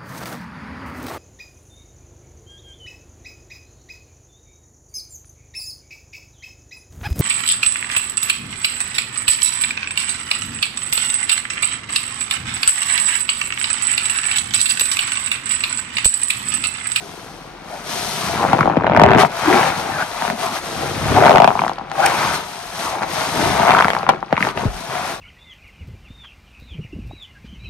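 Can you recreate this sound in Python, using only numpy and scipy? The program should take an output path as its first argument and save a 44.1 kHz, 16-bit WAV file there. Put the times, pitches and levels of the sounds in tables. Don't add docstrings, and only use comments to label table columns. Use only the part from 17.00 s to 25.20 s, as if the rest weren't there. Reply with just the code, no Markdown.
import sys
import numpy as np
from scipy import signal
from scipy.fft import rfft, irfft, next_fast_len
from scipy.io import wavfile
from scipy.ndimage import uniform_filter1d

SR = 44100
rng = np.random.default_rng(int(sys.argv[2]) if len(sys.argv) > 2 else 0)


def dump(signal):
    limited = np.clip(np.atleast_2d(signal).T, -1, 1)
    pcm = np.round(limited * 32767).astype(np.int16)
    wavfile.write(sys.argv[1], SR, pcm)


N = 361619
TIME = np.arange(N) / SR
SIZE = next_fast_len(N + SR // 2)
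FREQ = np.arange(SIZE // 2 + 1) * SR / SIZE


def undb(db):
    return 10 ** (np.asarray(db) / 20)


def unit(x):
    return x / np.sqrt(np.mean(x ** 2))


def slope(points):
    hz, value = np.transpose(points)
    return np.interp(np.log(FREQ + 1), np.log(hz), value)


def colour(x, points):
    octaves_below = np.maximum(np.log2(points[0][0] / (FREQ + 1)), 0)
    octaves_above = np.maximum(np.log2((FREQ + 1) / points[-1][0]), 0)
    gain = undb(slope(points) - 20 * (octaves_below + octaves_above))
    return irfft(rfft(x, SIZE) * gain, SIZE)[..., :N]


def noise(spectrum, shape=N):
    return unit(colour(rng.standard_normal(shape), spectrum))


def add(out, s, sound):
    i = max(int(s * SR), 0)
    out[..., i:i + sound.shape[-1]] += sound[..., :max(N - i, 0)]


def bell(s, swell_s, fade_s, t):
    return np.exp(-((t - s) / np.where(t < s, swell_s, fade_s)) ** 2 / 2)


def burst_envelope(open_s, life=12):
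    age = np.arange(int(life * open_s * SR) + 2) / (open_s * SR)
    return 2 * age ** 2 / (1 + age ** 4) * (1 - (age / age[-1]) ** 2)


def burst(hz, open_s, fall, life=12):
    envelope = burst_envelope(open_s, life)
    age = np.arange(len(envelope)) / (open_s * SR)
    pitch_hz = hz * (2 / (1 + age)) ** fall
    return envelope * np.sin(2 * np.pi * np.cumsum(pitch_hz) / SR)


# frequency in Hz, relative level in dB.
RUMBLE_EQ = [(31, -20), (41, 9), (52, 2), (100, -28), (300, -10), (1000, -34)]


def kitchen_rumble(db=-52.5):
    return undb(db) * noise(RUMBLE_EQ)


# pitch in Hz, t60 in seconds, relative level in dB.
BASIN_MODES = [(147, .11, -11), (190, .05, -12), (388, .07, -18), (678, .06, -11), (790, .02, -12),
               (930, .02, -13), (1300, .025, -14)]
# frequency in Hz, gain in dB.
WALL_EQ = [(100, -36), (300, 6), (700, 5), (1500, -0.5), (3000, 4.5), (5500, -1), (8000, -1), (14000, -12)]


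def sink(x, ring_db=-2, walls_db=-10.5, walls_t60_s=0.075, room_db=-25, room_t60_s=0.24, shift_hz=0.9):
    t = np.arange(SR // 3) / SR
    basin = 1. * (t == 0)
    for hz, t60, db in BASIN_MODES:
        damping = np.log(1000) / t60
        ring = np.exp(-damping * t) * np.cos(2 * np.pi * hz * t)
        basin += undb(db + ring_db) * 2 * damping / SR * ring
    turn = 2 * np.pi * shift_hz * TIME
    paths = [(np.cos(turn), walls_db, walls_t60_s), (np.sin(turn), walls_db, walls_t60_s),
             (1, room_db, room_t60_s)]
    scattered = 0
    for share, db, t60 in paths:
        tail = rng.standard_normal((2, len(t))) * np.exp(-np.log(1000) * t / t60)
        tail = undb(db) * unit(tail * (t > 0.003)) / np.sqrt(len(t))
        scattered += signal.oaconvolve(share * x, tail, axes=1)[:, :N]
    return signal.oaconvolve(x, basin[None], axes=1)[:, :N] + colour(scattered, WALL_EQ)


# frequency in Hz, left minus right in dB.
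LEFT_BOOST = [(60, 1.5), (300, 4), (700, 4.5), (1300, 3), (2400, 2.5), (4400, 7.5), (8000, 2),
              (13000, -0.5)]
# frequency in Hz, phase lead of the left side in radians.
LEFT_LEAD = [(60, -1), (520, 0.46), (1300, 0.5), (2700, 1), (5000, 1.5), (7900, 1.5), (9300, 0.34),
             (10900, 1), (12000, -1.6), (13200, -3)]


def microphones(x):
    tilt = undb(slope(LEFT_BOOST))
    ports = np.array([tilt, np.exp(-1j * slope(LEFT_LEAD))]) * np.sqrt(2 / (1 + tilt ** 2))
    return irfft(rfft(x, SIZE) * ports, SIZE)[:, :N]


# start in seconds, level in dB, pitch at the peak in Hz,
# opening time in seconds, steepness of the pitch fall.
PLOPS = [(7.648, -15, 251, 0.0085, 0.73), (7.651, -9.5, 115, 0.011, 0.44), (7.678, -16, 55, 0.012, .2),
         (7.725, -28, 45.04, 0.026, .2)]


def plops():
    out = np.zeros(N)
    for s, db, hz, open_s, fall in PLOPS:
        add(out, s, undb(db) * burst(hz, open_s, fall))
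    return out


# start in seconds, level in dB.
FILM_TICKS = [(4.608, -23), (4.658, -24), (4.680, -21), (4.694, -23), (4.734, -24), (4.758, -28),
              (4.786, -29), (4.815, -37), (4.899, -29), (4.916, -19), (4.996, -17), (6.8841, -32),
              (6.988, -21), (7.093, -14), (7.205, -32), (7.261, -33)]
# frequency in Hz, relative level in dB.
TICK_EQ = [(1500, -12), (4000, 12), (6000, -2), (7200, -8), (11000, -18), (14000, -20)]


def film_ticks(open_s=0.00056):
    envelope = np.zeros(N)
    for s, db in FILM_TICKS:
        add(envelope, s, undb(db) * burst_envelope(open_s) ** 2)
    return envelope * noise(TICK_EQ)


# pitch in Hz, t60 in seconds, level in dB.
DOME_MODES = [(410, .05, -14), (940, .036, -1), (2350, .024, -8), (2900, .03, -18), (4200, .025, -21),
              (5700, .015, -19)]


def foam_dome(start_s=7.0915, swell_s=0.0012):
    out, t = np.zeros(N), np.arange(SR // 10) / SR
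    swell = 1 - np.exp(-(t / swell_s) ** 2)
    for hz, t60, db in DOME_MODES:
        ring = np.exp(-np.log(1000) * t / t60) * np.sin(2 * np.pi * hz * t)
        add(out, start_s, undb(db) * swell * ring)
    return out


# peak time, swell and fade in seconds, pitch and bandwidth
# in Hz, glide in octaves per second, level in dB.
SQUIRTS = [(.745, 0.032, 0.023, 699, 220, 1.5, -32), (1.44, 0.044, 0.046, 880, 503, 0, -25),
           (2.099, 0.059, 0.053, 95, 50, 3, -24.5), (2.495, 0.019, 0.018, 340, 90.6, 6, -13),
           (2.535, .018, 0.018, 380, 80, -1.5, -19), (2.552, 0.013, 0.012, 258, 90, -10, -16.5),
           (2.57, .012, 0.017, 944, 180, 1.5, -19), (2.58, .015, .016, 348, 100, 6, -21),
           (2.95, 0.046, .04, 340, 130, -0.5, -45), (2.955, 0.018, .02, 1636, 220, -2, -26.5),
           (2.87, 0.022, 0.069, 752, 130, 0.5, -28.5), (3.016, 0.02, 0.012, 1530, 200, 5, -20),
           (3.016, 0.013, 0.014, 791, 140, 4.5, -25.5), (3.335, 0.032, .02, 230, 110, 0, -33),
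           (3.31, 0.011, 0.023, 620, 260, -6, -30), (3.43, 0.0095, 0.014, 770, 200, -8, -28),
           (3.46, 0.02, 0.037, 1098, 350, -4.5, -25), (3.525, 0.022, 0.019, 264, 130, 10, -34),
           (3.9, .02, 0.017, 160, 100, -4.5, -28.5), (4.121, 0.11, 0.072, 94, 45, 0, -25),
           (4.178, .01, 0.015, 800, 160, 3, -10.5), (7.901, .03, 0.028, 150, 70, 0.5, -38),
           (4.997, 0.0073, 0.0097, 720, 220, 5, -17), (5.04, .011, 0.013, 1440, 330, 3, -15.5),
           (5.043, 0.015, 0.022, 770, 240, 5.5, -16), (5.062, 0.0019, 0.0026, 8600, 12000, 1, -12),
           (5.064, 0.0015, 0.0014, 2300, 800, -9, -12.5), (5.13, 0.021, .016, 1047, 160, -5, -22.5),
           (5.235, 0.024, 0.02, 1127, 550, -1.5, -21.5), (5.22, .09, .08, 2280, 700, -0.5, -33),
           (5.34, 0.008, 0.0069, 1330, 260, 3, -25), (5.871, .014, 0.014, 1060, 302, -2, -24.5),
           (5.95, 0.031, 0.033, 850, 350, 2.5, -26), (3.57, .02, 0.013, 1300, 600, 4.5, -34),
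           (3.85, 0.028, 0.017, 700, 300, -3, -29), (6.75, 0.066, .06, 953.6, 600, 1, -21.5),
           (7.96, 0.024, 0.034, 1000, 400, -3.5, -45), (6.48, .08, 0.12, 85, 55, 1.5, -32.5)]


def squirts():
    out = np.zeros((2, N))
    t = np.arange(-SR // 4, SR // 4) / SR
    freq = np.fft.rfftfreq(len(t), 1 / SR)
    for s, swell_s, fade_s, hz, width_hz, glide, db in SQUIRTS:
        hollow = np.exp(-2 * ((freq - hz) / width_hz) ** 2)
        air = unit(irfft(rfft(rng.standard_normal(len(t))) * hollow, len(t)))
        slide = np.exp(2j * np.pi * np.cumsum(hz * (2 ** (glide * t) - 1)) / SR)
        squirt = (signal.hilbert(air) * slide).real
        add(out, s + t[0], undb(db) * squirt * bell(0, swell_s, fade_s, t))
    return out


# peak time, swell and fade in seconds,
# gurgle, squelch and fizz faders in dB, bubble pitch in Hz.
SLURPS = [(0.051, 0.17, 0.39, -41.5, -45.5, -47, 850), (.76, 0.084, 0.18, -43, -38, -46, 720),
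          (1.26, 0.054, .045, -33, -30.5, -38, 1200), (1.47, 0.14, 0.32, -24, -23, -63, 820),
          (2.206, 0.017, 0.021, -32, -11, -27.5, 800), (2.262, 0.0089, 0.0086, -34, -30, -38, 814),
          (2.395, 0.05, 0.1, -37, -27, -37, 895), (2.559, 0.087, 0.11, -24, -14.5, -32.5, 930),
          (2.305, .025, .045, -37, -30.5, -48, 760), (2.68, .03, 0.028, -31, -35, -35, 1000),
          (2.79, 0.041, .035, -32, -28, -36.5, 900), (2.92, 0.13, 0.095, -31, -27, -40, 860),
          (3.11, 0.086, .05, -52, -35, -41.5, 865), (3.01, 0.033, 0.032, -35, -25, -39.5, 1077),
          (3.255, 0.094, 0.064, -41, -25.5, -36.5, 880), (3.435, 0.045, 0.054, -32, -25.5, -34, 905),
          (3.564, 0.043, 0.024, -38, -26, -33.5, 1040), (3.85, 0.065, .035, -28, -29, -49, 715),
          (4.11, 0.052, 0.065, -21.5, -25, -37.5, 620), (4.177, 0.026, 0.032, -19, -20, -39, 820),
          (4.255, 0.033, .03, -29, -10, -39, 700), (4.6, 0.29, 0.098, -30.5, -30, -45, 1000),
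          (4.83, 0.028, 0.12, -43, -38, -77, 890), (5.064, 0.07, 0.058, -29.5, -19.5, -35.5, 834),
          (5.241, 0.13, 0.11, -28, -21, -32.5, 1110), (5.35, .02, .02, -36, -31.5, -31, 1200),
          (5.55, 0.19, 0.39, -53, -36.5, -41.5, 900), (5.84, 0.069, 0.07, -34.5, -27.5, -34, 1000),
          (5.949, 0.052, 0.22, -35.5, -29.5, -53, 800), (6.028, 0.01, 0.013, -30, -22.5, -43, 950),
          (6.21, 0.05, 0.063, -47, -23.5, -39, 980), (6.44, 0.08, 0.074, -21, -20.5, -35, 800),
          (7.1, 0.017, 0.05, -27, -24.5, -52, 800), (7.345, 0.028, .04, -35, -27.5, -55, 850),
          (7.46, 0.049, 0.039, -26.5, -23, -39, 1500), (7.606, 0.038, 0.066, -26.5, -26.5, -42.5, 910),
          (7.79, 0.062, 0.12, -39.5, -35, -41, 800), (7.959, 0.055, 0.1, -36, -25, -40, 800),
          (8.098, 0.064, 0.055, -35, -29, -37.5, 975)]
# the times in seconds when the grip closes, suds start to cover the
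# sponge, the press peaks and the grip ends; swell and fade in seconds; gurgle, squelch and fizz
# faders in dB; bubble pitch in Hz; level of the small pops at the hardest press in dB.
SQUEEZES = [(0.93, 1.08, 2.102, 2.235, 0.15, 0.17, -14.5, -14, -32, 835, -9),
            (3.669, 4.204, 4.38, 4.33, 0.2, 0.039, -18, -14.5, -37.5, 760, -11),
            (6.146, 6.497, 6.753, 7.04, 0.17, 0.09, -26.5, -12.5, -34, 925, -4)]
SMOTHER_S = 0.28


def hand_moves(light_gurgle_db=-34.5, light_squelch_db=-31, rest_db=(-43, -42, -56), rest_hz=800):
    t = TIME[::32]
    moves = [(undb(rest_db)[:, None] * np.ones(len(t)), rest_hz)]
    for start, covered, hardest, end, swell_s, fade_s, gurgle_db, squelch_db, fizz_db, hz, _ in SQUEEZES:
        grip = bell(np.clip(t, start, end), swell_s=0.047, fade_s=0.027, t=t)
        press = bell(hardest, swell_s, fade_s, t)
        early_press = bell(hardest - 0.035, swell_s * 1.37, fade_s * 1.37, t)
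        gurgle = undb(light_gurgle_db + (gurgle_db - light_gurgle_db) * early_press)
        squelch = undb(light_squelch_db + (squelch_db - light_squelch_db) * press)
        fizz = undb(fizz_db) * bell(covered, np.inf, SMOTHER_S, t)
        moves.append((grip * np.array([gurgle, squelch, fizz]), hz))
    for s, swell_s, fade_s, *faders_db, hz in SLURPS:
        moves.append((undb(faders_db)[:, None] * bell(s, swell_s, fade_s, t), hz))
    power = sum(gains ** 2 for gains, _ in moves)
    pitch_hz = sum(gains[1] ** 2 * hz for gains, hz in moves) / power[1]
    return [np.interp(TIME, t, curve) for curve in (*(10 * np.log10(power)), pitch_hz)]


def bubbles(spectrum, rate, scatter_db, cycles, fall, width, even_s, focus_hz=1000, focus_db=0, sizes=8):
    mid, side = np.zeros((2, N))
    strength, pan = rng.standard_normal((2, N))
    size = rng.integers(sizes, size=N)
    born = rng.random(N) < rate / SR
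    for k, hz in enumerate(np.geomspace(spectrum[1][0], spectrum[-2][0], sizes)):
        at = np.flatnonzero(born & (size == k))
        octaves = np.log2(hz / np.broadcast_to(focus_hz, N)[at])
        db = scatter_db * np.clip(strength[at], -2, 2) + focus_db / (1 + (3 * octaves) ** 2)
        kicks = np.zeros(N)
        kicks[at] = undb(db) * np.sign(strength[at] * pan[at])
        ring = burst(hz, cycles / hz, fall) * hz
        mid += signal.oaconvolve(kicks, ring)[:N]
        kicks[at] *= np.tanh(pan[at]) * width / (1 + (hz / 5500) ** 4)
        side += signal.oaconvolve(kicks, signal.hilbert(ring).imag)[:N]
    swarm = colour(np.array([mid + side, mid - side]), spectrum)
    span = int(even_s * SR)
    power = uniform_filter1d(uniform_filter1d(np.mean(swarm ** 2, axis=0), span), span)
    return swarm / np.sqrt(np.abs(power) + power.mean() / 100)


def sputter(depth, rate_hz=105, jitter=0.3, puff_cycles=0.18):
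    starts = np.cumsum(np.exp(jitter * rng.standard_normal(N // 200))) / rate_hz
    cycle = np.interp(TIME, starts, np.arange(len(starts))) % 1
    puffs = unit(np.exp(-((cycle - 0.5) / puff_cycles) ** 2))
    return np.sqrt(1 - depth + depth * puffs ** 2)


def pressure_sag(depth_db=-7, refill_s=0.018):
    vented = np.zeros(N)
    for s, db, *_ in LARGE_POPS:
        add(vented, s, np.tanh(undb([db])) ** 2)
    spent = signal.lfilter([1], [1, -np.exp(-1 / (refill_s * SR))], vented + 1e-18)
    return undb(depth_db * np.minimum(spent, 1))


# frequency in Hz, relative level in dB.
GURGLE_EQ = [(25, -26), (55, -29), (75, -2.5), (100, -3.5), (160, 0.5), (250, -2), (380, -1.5), (520, -2.5),
             (800, -47)]
SQUELCH_EQ = [(250, -28), (480, -8), (680, -0.5), (820, -3), (1020, -2.5), (1350, -3), (1800, -6.5),
              (2600, 2.5)]
CRACKLE_EQ = [(1200, 1), (1900, 0.5), (2600, -1), (3600, -5), (5000, -8), (7000, -5)]
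FIZZ_EQ = [(3200, 4), (5000, 0), (6300, 0), (7100, -7), (8800, -4), (11000, -8.5), (13000, -1), (14000, -6)]


def foam(gurgle_db, squelch_db, fizz_db, pitch_hz):
    gurgle = bubbles(GURGLE_EQ, rate=520, scatter_db=4, cycles=0.77, fall=0.45, width=0.39, even_s=0.057)
    squelch = bubbles(SQUELCH_EQ, rate=2200, scatter_db=2, cycles=1.58, fall=0.33, width=0.29,
                      even_s=0.024, focus_hz=pitch_hz, focus_db=5)
    crackle = bubbles(CRACKLE_EQ, rate=3600, scatter_db=2.5, cycles=1, fall=0.31, width=1.55,
                      even_s=0.082, sizes=5)
    fizz = bubbles(FIZZ_EQ, rate=9000, scatter_db=4, cycles=0.57, fall=0.23, width=2.2,
                   even_s=0.047, sizes=5)
    sealed = np.clip((squelch_db - fizz_db - 13) / 16, 0, 0.94)
    puffs = sputter(sealed) * pressure_sag()
    crackle_db = 0.6 * squelch_db + 0.45 * fizz_db + 0.3 - 0.58 * sealed
    flowing = gurgle * undb(gurgle_db - 1.5) + fizz * undb(fizz_db + 4)
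    return flowing + puffs * (squelch * undb(squelch_db) + crackle * undb(crackle_db))


def small_pop(s, db, hz, open_s):
    return s, db, hz, open_s, db - 29, db - 32


def stray_pops(rate_hz=30, db=-34.5, scatter_db=5, hz=1940, open_s=0.00027):
    gap, size, pitch = rng.standard_normal((600, 3)).T
    times = np.cumsum(np.exp(gap - 0.5)) / rate_hz
    strays = zip(times, db + scatter_db * size, hz * 2 ** (pitch / 2))
    return [small_pop(s, level, ring_hz, open_s) for s, level, ring_hz in strays if s < TIME[-1]]


def pop_trains(rate_hz=72, jitter=0.28, open_s=0.00095, spread_oct=0.26, light_db=-13, scatter_db=2.2):
    rows, large_s = [], np.array(LARGE_POPS)[:, 0]
    for _, covered, hardest, end, swell_s, fade_s, *_, hz, top_db in SQUEEZES:
        gap, size, pitch, opening = rng.standard_normal((100, 4)).T
        times = covered + 0.02 + np.cumsum(np.exp(jitter * gap)) / rate_hz
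        base_db = light_db - 23 * bell(covered, np.inf, SMOTHER_S / 2, times)
        db = base_db + (top_db - base_db) * bell(hardest, swell_s, fade_s, times) + scatter_db * size
        ring_hz = 1.18 * hz * 2 ** (spread_oct * pitch)
        train = np.transpose(small_pop(times, db, ring_hz, open_s * 2 ** (spread_oct * opening)))
        clear = np.abs(times[:, None] - large_s).min(axis=1) > 0.009
        rows += list(train[clear & (times < end)])
    return rows


# start in seconds, ring level in dB, pitch at
# the peak in Hz, opening time in seconds, foam wobble in dB, film snap in dB.
LARGE_POPS = [(1.4288, -3, 880, 0.0015, -25, -29), (1.4397, -3, 900, 0.00094, -30, -26),
              (1.45, -1.5, 850, 0.001, -31, -33), (1.5307, 2.0, 881, 0.0019, -8, -9),
              (1.548, -3, 960, 0.00061, -34, -39), (1.5896, -0.5, 980, 0.00071, -18, -19),
              (1.6071, -0.5, 1300, 0.0019, -8, -13.5), (1.629, -7, 1390, 0.0023, -29, -24),
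              (1.6571, -1, 800, 0.00084, -15, -16), (1.6745, -1.5, 855, 0.002, -14, -22),
              (1.698, -5, 875, 0.0016, -23, -20), (1.7688, 0, 582, 0.0017, -4, -12),
              (1.8196, -9.5, 658, 0.0012, -29, -40), (1.844, 0, 880, 0.00092, -33, -19),
              (1.8664, -4, 726, 0.0014, -25, -7), (1.877, -1, 750, 0.001, -43, -20),
              (1.8962, -3.5, 750, 0.0018, -35, -13), (1.9188, -3, 690, 0.0015, -36, -14),
              (1.934, -3.5, 650, 0.0014, -32, -14), (1.9478, -2.5, 910, 0.0015, -18.5, -13),
              (1.9634, -5, 1014, 0.0015, -13, -7.5), (1.9725, 5, 760, 0.0017, -17.5, -10),
              (1.9955, 4, 1017, 0.0019, -17, -8), (2.007, -3, 700, 0.0021, -26, -17),
              (2.0154, 4, 800, 0.0021, -3, -4.5), (2.0348, 8, 843, 0.002, -9.5, -4),
              (2.0538, 0, 720, 0.0016, -30, -13), (2.061, -1.5, 730, 0.0021, -30, -7),
              (2.0852, -4, 1000, 0.00086, -26, -15), (2.0965, -3, 1050, 0.0011, -32, -15),
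              (2.106, -8, 920, 0.0015, -21, -11), (2.116, -3.5, 600, 0.0012, -26, -8),
              (2.133, -1.5, 810, 0.0014, -25, -9), (2.1469, -5, 834, 0.002, -10, -6.5),
              (2.16, -3, 715, 0.0011, -11, -14), (2.183, -2, 910, 0.0018, -24, -9),
              (2.2328, 2, 870, 0.0019, -26, -21), (2.248, -2, 1040, 0.0016, -22, -16),
              (3.2215, -6.5, 970, 0.0011, -23, -18), (3.2504, -7, 980, 0.00096, -33, -24),
              (3.279, -7.0, 990, 0.00056, -23, -22), (3.2999, -10.5, 950, 0.0011, -23, -14.5),
              (4.1745, -5, 810, 0.0025, -30, -23), (4.1818, -1, 846, 0.0022, -32, -24),
              (4.2102, -6, 680, 0.0019, -22, -24), (4.223, -1.5, 670, 0.0015, -38, -19),
              (4.232, -1, 750, 0.0013, -27, -20), (4.2417, 0.5, 680, 0.0014, -21, -23),
              (4.2492, -1, 870, 0.0015, -36, -13), (4.2559, 2.5, 720, 0.0021, -16, -8),
              (4.2636, 1, 870, 0.0017, -34, -10), (4.27, 0, 980, 0.0012, -33, -13),
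              (4.2789, -1.5, 1420, 0.00195, -30, -10), (4.293, 4, 750, 0.0025, -28, -6),
              (4.3071, 4, 740, 0.0017, -34, -7.5), (4.3152, -5, 1150, 0.0017, -35, -15),
              (4.319, -2, 700, 0.0017, -35, -22), (4.3284, -9, 720, 0.0014, -39, -13),
              (4.3392, -2, 800, 0.0013, -41, -19), (4.35, 1.5, 750, 0.0017, -24, -18),
              (4.3567, -5, 843, 0.00232, -23, -6), (4.361, 6, 760, 0.00078, -16, -22),
              (4.371, 1, 860, 0.0017, -25, -10), (4.3805, -3, 897, 0.0021, -11, -3.5),
              (4.4, 6.0, 800, 0.002, -20, -11), (4.419, 3.5, 837, 0.0017, -13, -8.5),
              (4.4337, -2, 870, 0.0016, -36, -18), (4.4425, 5, 942, 0.0022, -15, -3.5),
              (4.4756, 6.5, 910, 0.0014, -15, -6), (4.4888, -6, 960, 0.001, -29, -25),
              (4.5047, -0.5, 1040, 0.00065, -41, -23), (4.5144, -7, 870, 0.0012, -36, -26),
              (4.5256, -11.5, 930, 0.0011, -46, -34), (4.5532, -6, 880, 0.0015, -35, -27),
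              (4.5635, -15, 950, .0015, -36, -30), (4.574, -12, 990, 0.0016, -38, -30),
              (4.5907, -5, 1110, 0.0023, -22, -17), (4.6175, -3, 940, 0.0017, -22, -18),
              (4.6374, -3, 915, 0.001, -31, -22), (4.6472, -9, 910, 0.0014, -38, -21),
              (4.6646, -5, 930, 0.0011, -25, -37), (4.679, -11, 1400, 0.0016, -38, -23),
              (4.6953, -6.5, 930, 0.0012, -47, -21), (4.715, -12.5, 950, 0.0016, -33, -30),
              (4.7817, -16.5, 950, 0.002, -38, -25.5), (4.795, -17.5, 942, 0.0016, -43, -40),
              (4.8104, -18, 970, 0.0018, -29, -40), (4.9151, -13.5, 980, 0.0011, -36, -26),
              (6.02, -3, 870, 0.00046, -28, -30), (6.0315, -13, 925, 0.0018, -37, -18),
              (6.5966, -5, 835, 0.0018, -16, -19), (6.6321, -1, 1200, 0.00052, -37, -22),
              (6.6518, -3.5, 994, 0.00078, -39, -18), (6.6692, -10, 865, 0.0014, -43, -25),
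              (6.6767, -1, 920, 0.0012, -31, -14), (6.682, -8, 1420, 0.0019, -25, -13),
              (6.6899, 0, 830, 0.002, -20, -14), (6.6965, -1.5, 920, 0.0018, -37, -11),
              (6.706, 0.5, 870, 0.0015, -26, -5), (6.7167, -6, 1194, 0.0024, -22, -7),
              (6.7374, 2, 840, 0.00096, -34, -11), (6.749, 2, 1400, 0.0012, -40, -14),
              (6.7648, -7, 895, 0.0008, -33, -10), (6.7857, -3, 920, 0.00075, -32, -10),
              (6.7898, 2.5, 1550, 0.00081, -36, -12), (6.8017, -3.0, 860, 0.0014, -24, -10),
              (6.8074, 3.5, 1460, 0.0011, -34, -21), (6.8225, -4, 990, 0.0018, -47, -11),
              (6.8452, -0.5, 1520, 0.0011, -14.5, -11), (6.8549, -0.5, 900, 0.0007, -30, -19),
              (6.882, -2, 950, 0.0012, -37, -9.5), (6.903, -2.5, 840, 0.00073, -32, -11.5),
              (6.9326, -8.5, 785, 0.0014, -51, -14), (6.949, -8.5, 950, 0.0016, -34, -14),
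              (6.9659, -3.5, 1080, 0.0011, -45, -19), (7.0292, -14, 810, 0.0025, -41, -18),
              (7.0653, -9.5, 1200, 0.0017, -35, -19), (7.079, -10, 1037, 0.00063, -38, -31),
              (7.09, 8, 953, 0.0017, -38, -3), (7.1357, -9, 860, 0.00063, -44, -27),
              (7.2274, -6.5, 1020, 0.00079, -30, -28), (7.3262, 2, 723, 0.0014, -12, -10),
              (7.3675, -13, 2300, 0.00076, -47, -17), (7.3764, -7.5, 1060, 0.0023, -23, -13),
              (7.406, -11, 1430, 0.0012, -15.5, -16), (7.4256, -1, 2070, 0.0013, -26, -10),
              (7.4492, -13, 1100, .0012, -32, -19), (7.4694, -9.5, 800, 0.0021, -32, -16),
              (7.4884, -12, 1100, 0.00087, -27, -15), (7.502, -18, 1700, .001, -36, -24),
              (7.5735, -12, 704, 0.0019, -33, -15)]
# frequency in Hz, relative level in dB.
SNAP_BODY_EQ = [(1100, -3), (1600, 3.5), (2500, -2), (3300, -7.5), (4800, -35)]
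SNAP_EDGE_EQ = [(3300, 4.5), (4500, -0.5), (6200, -8), (7500, -14), (11000, -18)]


def pops(fizz_db, life=4.5, wobble_hz=240, snap_s=0.0015, bare_fizz_db=-45):
    rings, snaps = np.zeros((2, N))
    pockets = [*LARGE_POPS, *pop_trains(), *stray_pops()]
    quirks = rng.standard_normal((1000, 3))
    for (s, db, hz, open_s, wobble_db, snap_db), (size, shape, give) in zip(pockets, quirks):
        open_s = max(open_s, 0.0003)
        peak_s = s + open_s
        fall = 0.54 * (open_s / 0.0012) ** 0.57 * 2 ** (0.41 * give)
        add(rings, s, undb(db) * burst(hz, open_s, fall, life))
        overtone_hz = min(hz * 1.75 * 2 ** (0.202 * shape), 2300)
        overtone = burst(overtone_hz, 1.5 * open_s, fall / 2, life)
        add(rings, peak_s - 1.5 * open_s, undb(snap_db - 3.5) * overtone)
        wobble = burst(wobble_hz * 2 ** (0.13 * size), open_s=0.00486, fall=1)
        add(rings, peak_s, undb(wobble_db) * wobble)
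        add(snaps, peak_s - snap_s, undb(snap_db) * burst_envelope(snap_s) ** 2)
    edge_db = -11 + 0.6 * np.minimum(fizz_db - bare_fizz_db, 0)
    film = noise(SNAP_BODY_EQ, (2, N)) + undb(edge_db) * noise(SNAP_EDGE_EQ, (2, N))
    return rings + snaps * film


def muffle(x, fizz_db, cutoff_hz=5500, open_fizz_db=-46.5):
    dull = irfft(rfft(x, SIZE) / (1 + (FREQ / cutoff_hz) ** 4), SIZE)[..., :N]
    treble_db = -1.2 * np.maximum(open_fizz_db - fizz_db, 0)
    return dull + (x - dull) * undb(treble_db)


def scene():
    gurgle_db, squelch_db, fizz_db, pitch_hz = hand_moves()
    suds = foam(gurgle_db, squelch_db, fizz_db, pitch_hz) + pops(fizz_db)
    sponge = muffle(suds, fizz_db) + foam_dome() + film_ticks() + squirts() + plops()
    return microphones(sink(sponge)) + kitchen_rumble()


def record(dry):
    lowpass = signal.ellip(8, 0.1, 70, 15900, fs=SR, output="sos")
    return signal.sosfilt(lowpass, np.clip(dry, -1, 1))


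dry = scene()
out = record(dry)
dump(out)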